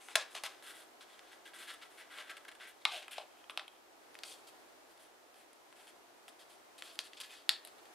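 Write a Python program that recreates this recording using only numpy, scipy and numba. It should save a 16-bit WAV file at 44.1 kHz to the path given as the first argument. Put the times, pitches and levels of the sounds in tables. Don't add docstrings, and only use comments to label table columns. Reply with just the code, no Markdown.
import sys
import numpy as np
from scipy import signal
from scipy.fft import rfft, irfft, next_fast_len
from scipy.io import wavfile
from scipy.ndimage import uniform_filter1d
from numba import njit

SR = 44100
rng = np.random.default_rng(int(sys.argv[2]) if len(sys.argv) > 2 else 0)


def invert_db(level):
    return 10 ** (np.asarray(level, dtype=float) / 20)


def store_pcm(level_fs):
    pcm = np.round(np.clip(level_fs, -1, 1) * 32767).astype(np.int16)
    wavfile.write(sys.argv[1], SR, np.atleast_2d(pcm).T)


N = 350154

# time in seconds, resonance in Hz, level in dB above the sheet.
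FOLD = [(0, 670, -12), (0.5, 640, -15.5), (2.7, 784, -19), (2.87, 1010, -12), (2.95, 710, -1.5),
        (3.03, 580, -3.5), (3.15, 720, -15), (4.4, 695, -16), (6.78, 660, -10), (6.86, 680, -26),
        (8, 715, -14)]


def curve(table, hz):
    f, v = np.transpose(table)
    return np.interp(np.log(hz + 1), np.log(f), v)


def along(table, t, axis=1):
    columns = np.transpose(table)
    return np.interp(t, columns[0], columns[axis])


def unit(x):
    return x / np.sqrt(np.mean(x ** 2))


@njit
def svf(x, hz, q):
    y, b, l, k = np.empty(len(x)), 0., 0., 1 / q
    for i in range(len(x)):
        g = np.tan(np.pi * hz[i] / SR)
        v = (b + g * (x[i] - l)) / (1 + g * (g + k))
        b, l, y[i] = 2 * v - b, l + 2 * g * v, k * v
    return y


def band(x, hz, q):
    hz = np.clip(hz + np.zeros(len(x)), 50, .44 * SR)
    return svf(svf(x, hz, 1. * q), hz, 1. * q)


def resonance(x, hz, width_hz):
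    return svf(x, np.full(N, 1. * hz), hz / width_hz)


def walk(rate_hz):
    hold = int(SR / rate_hz)
    held = np.repeat(rng.standard_normal(N // hold + 1), hold)
    slewed = uniform_filter1d(uniform_filter1d(held, hold), hold)
    return unit(slewed[:N])


def slips(share, scatter_db):
    hit = rng.random(N) < share
    return hit * rng.standard_normal(N) * invert_db(scatter_db * rng.exponential(size=N))


def strokes():
    # start in seconds, length in ms, level in dB.
    slides = [(0.0, 137, -60), (0.3, 115, -61), (0.625, 58, -58), (0.66, 81, -54.5), (0.74, 114, -60),
              (1.535, 62, -58), (1.58, 96, -55.5), (1.735, 16, -55.5), (1.9, 120, -67.5), (2.67, 48, -59),
              (3.108, 45, -52), (4.245, 63, -54.5), (4.285, 71, -53.5), (4.468, 33, -59.5), (4.89, 57, -72),
              (4.99, 84, -66), (5.35, 91, -68), (5.75, 170, -67), (5.875, 33, -61.5), (6.285, 16, -59),
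              (6.39, 53, -64), (6.49, 65, -64), (6.778, 26, -56.5), (6.83, 59, -59), (6.925, 49, -64),
              (7.0, 15, -52), (7.035, 51, -59), (7.2, 23, -47), (7.652, 41, -62.5), (7.78, 22, -70.5)]
    # start in seconds, length in ms, level in dB.
    bends = [(0.086, 60, -52), (0.343, 45, -46), (0.44, 37.5, -40.5), (1.003, 41, -57), (1.07, 135, -63.5),
             (1.31, 63, -60.5), (1.45, 49.5, -55.5), (1.668, 74, -49), (1.81, 63, -57.5), (1.97, 65, -54.5),
             (2.03, 110, -71), (2.095, 160, -54.5), (2.24, 23, -78), (2.268, 25, -60), (2.292, 32, -49),
             (2.366, 18, -51.5), (2.449, 4.6, -51), (2.48, 17, -51), (2.513, 14, -56), (2.549, 7.3, -53.5),
             (2.592, 90, -56.5), (2.8, 49, -67), (2.905, 107, -47.5), (3.15, 71, -57), (3.5, 15, -53),
             (3.7, 100, -78), (6.865, 69, -57), (7.222, 60, -58), (7.285, 140, -57.5)]
    # start in seconds, length in ms, level in dB.
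    shivers = [(0.16, 72, -43), (1.2, 180, -65.5), (2.175, 50, -48), (2.862, 124, -51), (3.02, 16, -54.5),
               (3.21, 27, -59), (3.36, 69, -73.5), (3.6, 22, -67), (7.137, 21, -61), (7.165, 41, -55.5),
               (7.5, 54, -52.5), (7.857, 18, -74)]
    # time in seconds, centre in Hz.
    sheet_pitch = [(0, 2260), (0.2, 2850), (1.8, 2750), (2.0, 2260), (2.7, 2450), (2.92, 2920), (3.7, 2400),
                   (4.25, 3670), (5.8, 2460), (6.4, 3220), (8, 3130)]
    # strokes, hiss dB and hollow dB re sheet, share of the stroke spent pressing on
    kinds = ((slides, -3, 0, 0.096),
             (bends, -10.5, 0, 0.18),
             (shivers, -16, -0.5, 0.16))
    creep_s, creep_db = 0.037, -11.5
    t = np.arange(N) / SR
    power = np.zeros((3, N))
    for table, hiss_db, hollow_db, rise in kinds:
        offsets_db = np.array([[0], [hiss_db], [hollow_db]])
        for start_s, ms, db in table:
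            span = slice(int(start_s * SR), int((start_s + ms / 500) * SR))
            gone = (t[span] - start_s) * 1000 / ms
            press = np.clip(gone / rise, 0, 1) * np.clip((1.15 - gone) / 0.62, 0, 1)
            power[:, span] += (press * invert_db(db + offsets_db)) ** 2
    decay = np.exp(-1 / (creep_s * SR))
    power += invert_db(2 * creep_db) * signal.lfilter([1 - decay], [1, -decay], power)
    sheet, hiss, fold = np.sqrt(power)
    return sheet, hiss, fold * invert_db(along(FOLD, t, axis=2)), along(sheet_pitch, t)


def rubbing():
    sheet_gain, hiss_gain, fold_gain, sheet_hz = strokes()
    grain = slips(.2, 1.7) * invert_db(1.8 * walk(60))
    wander = invert_db(2.06 * walk(12))
    sheet = unit(band(grain, sheet_hz, 0.85))
    sheet += 0.53 * unit(band(grain, sheet_hz * wander, 0.61))
    sheet += 0.58 * unit(band(grain, 1500 * wander, 0.94))
    fine = slips(.3, 1.4)
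    hiss = unit(band(grain + 4.4 * fine, 9400 * wander ** 0.3, 0.85))
    fold_hz = along(FOLD, np.arange(N) / SR)
    fold = unit(band(grain, fold_hz * wander ** 0.63, 2.96))
    return invert_db(-3.5) * (sheet_gain * unit(sheet) + hiss_gain * hiss + invert_db(0.5) * fold_gain * fold)


def creases():
    # time in seconds, peak in dB, ring in Hz, thud in dB, edge in dB.
    crumples = [
        (0.0857, -39, 2070, -11, -8),
        (0.1549, -12, 2900, -16, -7),
        (0.3514, -30, 3000, -11, -7),
        (0.4366, -27, 3100, -13, -3),
        (3.1817, -34, 3000, 2, -24),
        (3.4973, -36, 2500, -17, -21),
        (4.2351, -28, 3350, -25, -10),
    ]
    # time in seconds, peak in dB, ring in Hz, thud in dB, edge in dB.
    cracks = [
        (1.1932, -40, 2890, -21, -14),
        (2.8527, -12, 2900, -28, -14),
        (2.8558, -21, 1450, -32, -30),
        (3.5751, -23, 3200, -17, -13),
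        (4.1896, -37, 3480, -25, -4),
        (6.9907, -19, 3420, -32, -8),
        (7.4927, -8, 3700, -36, -5),
    ]
    # time in seconds, peak in dB, ring in Hz, edge in dB.
    ticks = [(0.4626, -35, 4350, -5), (0.6251, -44, 3250, -6), (1.5354, -47, 2310, -22),
             (2.3139, -40, 2710, -8), (2.3688, -42, 2380, -16), (2.4531, -47, 1820, -25),
             (2.4826, -45, 1770, -7), (2.5154, -48, 2100, -10), (2.5534, -51, 2280, -18),
             (3.0811, -41, 1340, -7), (3.4414, -54, 2020, -15), (3.5953, -34, 2410, -30),
             (3.6799, -47, 2590, -7), (4.1445, -50, 2490, 1), (4.153, -41, 2260, -15),
             (4.9769, -54, 3100, 0), (5.343, -52, 2510, -2), (5.5316, -54, 2980, 5),
             (5.7266, -48, 1600, -8), (5.8712, -49, 2340, -1), (6.2815, -42, 2110, -3),
             (6.8095, -49, 2340, 0), (6.8227, -33, 2710, -9), (6.9558, -48, 2770, -3),
             (7.1336, -41, 2960, -20), (7.2123, -33, 3720, -17), (7.6499, -41, 3520, 6),
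             (7.6738, -46, 2570, 6), (7.6847, -50, 4400, -1), (7.8556, -52, 2210, -2)]
    rows = [(*row, 1.43) for row in cracks]
    for row in crumples:
        rows.append((*row, 2.74 * invert_db(.22 * (row[1] + 31))))
    for s, db, hz, edge_db in ticks:
        thud_db = -1 + along(FOLD, s, axis=2)
        rows.append((s, db, hz, thud_db, edge_db, 2.35))
    return sorted(rows)


def snaps():
    size = 2048
    out = np.zeros(N + size)
    t_ms = np.arange(size) * 1000 / SR
    for s, db, hz, thud_db, edge_db, ms in creases():
        ms = np.clip(ms, .2, 12)
        gate, sign = rng.standard_normal((2, size))
        run = 0.22 * ms * (gate > 1.2) * sign * np.exp(-t_ms / ms)
        run[0] = 1.4
        ring = band(band(run, hz, 0.43), hz, 0.43)
        edge = band(run, 9960, 0.97)
        thud = band(band(run, 703, 1.23), 703, 1.23)
        parts = ((0, ring), (edge_db, edge), (thud_db, thud))
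        shot = sum(invert_db(g) * v / np.abs(v).max() for g, v in parts)
        first = int(s * SR)
        out[first:first + size] += invert_db(db - 0.5) * shot
    return out[:N]


def slaps():
    # time in seconds, peak in dB.
    hits = [
        (0.1545, -42),
        (0.3514, -52),
        (0.437, -44),
        (7.4926, -35),
    ]
    out, t = np.zeros(N), np.arange(N) / SR
    for s, db in hits:
        age = np.clip((t - s) / 0.00037, 0, 40)
        out += invert_db(db) * age * (2 - age) * np.exp(-age)
    return out


def pocket(x):
    # (centre in Hz, width in Hz, level in dB).
    grips = [
        (0.6, [(1190, 280, -4.5), (1570, 460, -1), (2420, 300, -9), (3550, 700, -7), (4980, 180, -2), (6270, 400, -1)]),
        (2.8, [(1310, 140, -5), (1620, 190, 6), (1940, 73, -1), (2230, 33, 2), (2940, 34, -2), (3340, 510, -0.5)]),
        (2.9, [(1190, 190, 0), (2320, 190, 2.5), (3750, 720, 4)]),
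        (3.3, [(1630, 130, 3), (2540, 330, 3), (3130, 690, 3)]),
        (3.8, [(1300, 320, 8), (2590, 170, 9), (3210, 490, 10.5), (10300, 4400, 3)]),
        (7.45, [(1400, 410, -10), (1740, 150, -0.5), (2560, 130, -0.5), (3296, 400, 1.5), (3800, 33, -13), (4530, 590, -2)]),
        (8, [(1860, 85, 10), (3730, 790, 5), (4340, 450, 3), (1310, 110, -4)]),
    ]
    out, t, start = x.copy(), np.arange(N) / SR, 0
    for until, modes in grips:
        part = x * ((t >= start) & (t < until))
        out += sum(invert_db(db) * resonance(part, hz, width_hz) for hz, width_hz, db in modes)
        start = until
    return out


def shade(x):
    # start in seconds, end in seconds, centre in Hz, width in Hz.
    shadows = [
        (2.84, 2.9, 6300, 2000),
        (3.45, 3.8, 6900, 2600),
        (7.45, 8, 6000, 1800),
    ]
    t = np.arange(N) / SR
    lost = np.zeros(N)
    for s, until, hz, width_hz in shadows:
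        lost += ((t >= s) & (t < until)) * resonance(x, hz, width_hz)
    return x - .85 * lost


def capsule(x):
    # frequency in Hz, gain in dB.
    housing = [(380, -2.5), (600, 0.5), (2000, 2), (5100, -0.5), (5700, -1), (6500, -1), (7600, 3),
               (9500, 5), (13000, -0.5), (15500, -3.5)]
    size = 512
    hz = np.arange(size // 2 + 1) * SR / size
    cepstrum = irfft(np.log(invert_db(curve(housing, hz))), size)
    cepstrum[1:size // 2] *= 2
    cepstrum[size // 2 + 1:] = 0
    response = irfft(np.exp(rfft(cepstrum)), size)
    return signal.fftconvolve(x, response)[:N]


def room(x):
    # frequency in Hz, decay time T60 in seconds.
    t60_s = [(300, 0.49), (1000, 0.28), (2500, 0.26), (5000, 0.23), (9000, 0.23), (15000, 0.39)]
    # frequency in Hz, tail level in dB.
    colour_db = [(300, -14), (1000, 7.5), (2500, 2), (4500, 5), (6000, 6.5), (9000, -6), (15000, -1)]
    # frequency in Hz, side re mid in dB.
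    width_db = [(500, -2), (2000, -29.5), (5000, -10), (12000, 6.5)]
    # delay in ms, level in dB.
    echoes = [
        (1.6, -45),
        (3.3, -15),
        (8.5, -51),
        (12.5, -24.5),
    ]
    room_db, onset_s = -10.5, 0.0015
    size = SR // 2
    t = np.arange(size) / SR
    noise = rng.standard_normal((2, size))
    tail = 0
    for hz in 250 * 2 ** np.arange(0, 6.1, .5):
        fade = invert_db(curve(colour_db, hz) - 60 * t / np.clip(curve(t60_s, hz), .05, 1))
        mid, side = (band(v, hz, 0.94) for v in noise)
        tail = tail + fade * np.array([mid, side * invert_db(curve(width_db, hz))])
    tail = tail * np.clip(t / onset_s, 0, 1) ** 2
    mid, side = invert_db(room_db) * tail / np.sqrt(np.sum(tail[0] ** 2))
    response = np.array([mid + side, mid - side])
    response[:, 0] = 1
    for k, (ms, db) in enumerate(echoes):
        lag = int(ms * SR / 1000)
        response[k % 2, lag] -= invert_db(db)
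        response[1 - k % 2, lag + 2] -= invert_db(db)
    return signal.fftconvolve(x[None], response, axes=1)[:, :N]


def hush():
    # frequency in Hz, density in dB per Hz.
    spectrum_db = [(15, -55.5), (25, -22.5), (180, -21.5), (250, -9), (335, -1), (520, -4), (714, -0.5),
                   (1000, -5.5), (1400, -8.5), (2400, -13.5), (5000, -17.5), (10000, -22), (13500, -24.5),
                   (15600, -31)]
    # frequency in Hz, side minus mid in dB.
    side_db = [(60, 5.5), (110, 10.5), (200, 0), (380, -3), (700, -2), (1290, 0), (2380, 0.5), (4400, -1),
               (8120, -0.5), (15000, -3)]
    size = next_fast_len(N)
    hz = np.arange(size // 2 + 1) * SR / size
    mid, side = rfft(rng.standard_normal((2, size))) * invert_db(curve(spectrum_db, hz))
    mid = irfft(mid, size)
    side = irfft(side * invert_db(curve(side_db, hz)), size)[:N]
    scale = invert_db(-63) / np.std(mid)
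    mid = mid[:N]
    return scale * invert_db(.8 * walk(2.5)) * np.array([mid + side, mid - side])


def scene():
    left_db = 1.2
    paper = capsule(shade(pocket(rubbing() + snaps())))
    stereo = room(paper + slaps())
    return stereo * invert_db(np.array([[left_db], [-left_db]]) / 2) + hush()


def roll_off(x):
    return signal.sosfilt(signal.butter(12, 17150, fs=SR, output="sos"), x)


def record(dry):
    lowpass = signal.ellip(6, .2, 20, 15600, fs=SR, output="sos")
    mix = signal.sosfilt(lowpass, dry)
    return roll_off(mix)


dry = scene()
out = record(dry)
store_pcm(out)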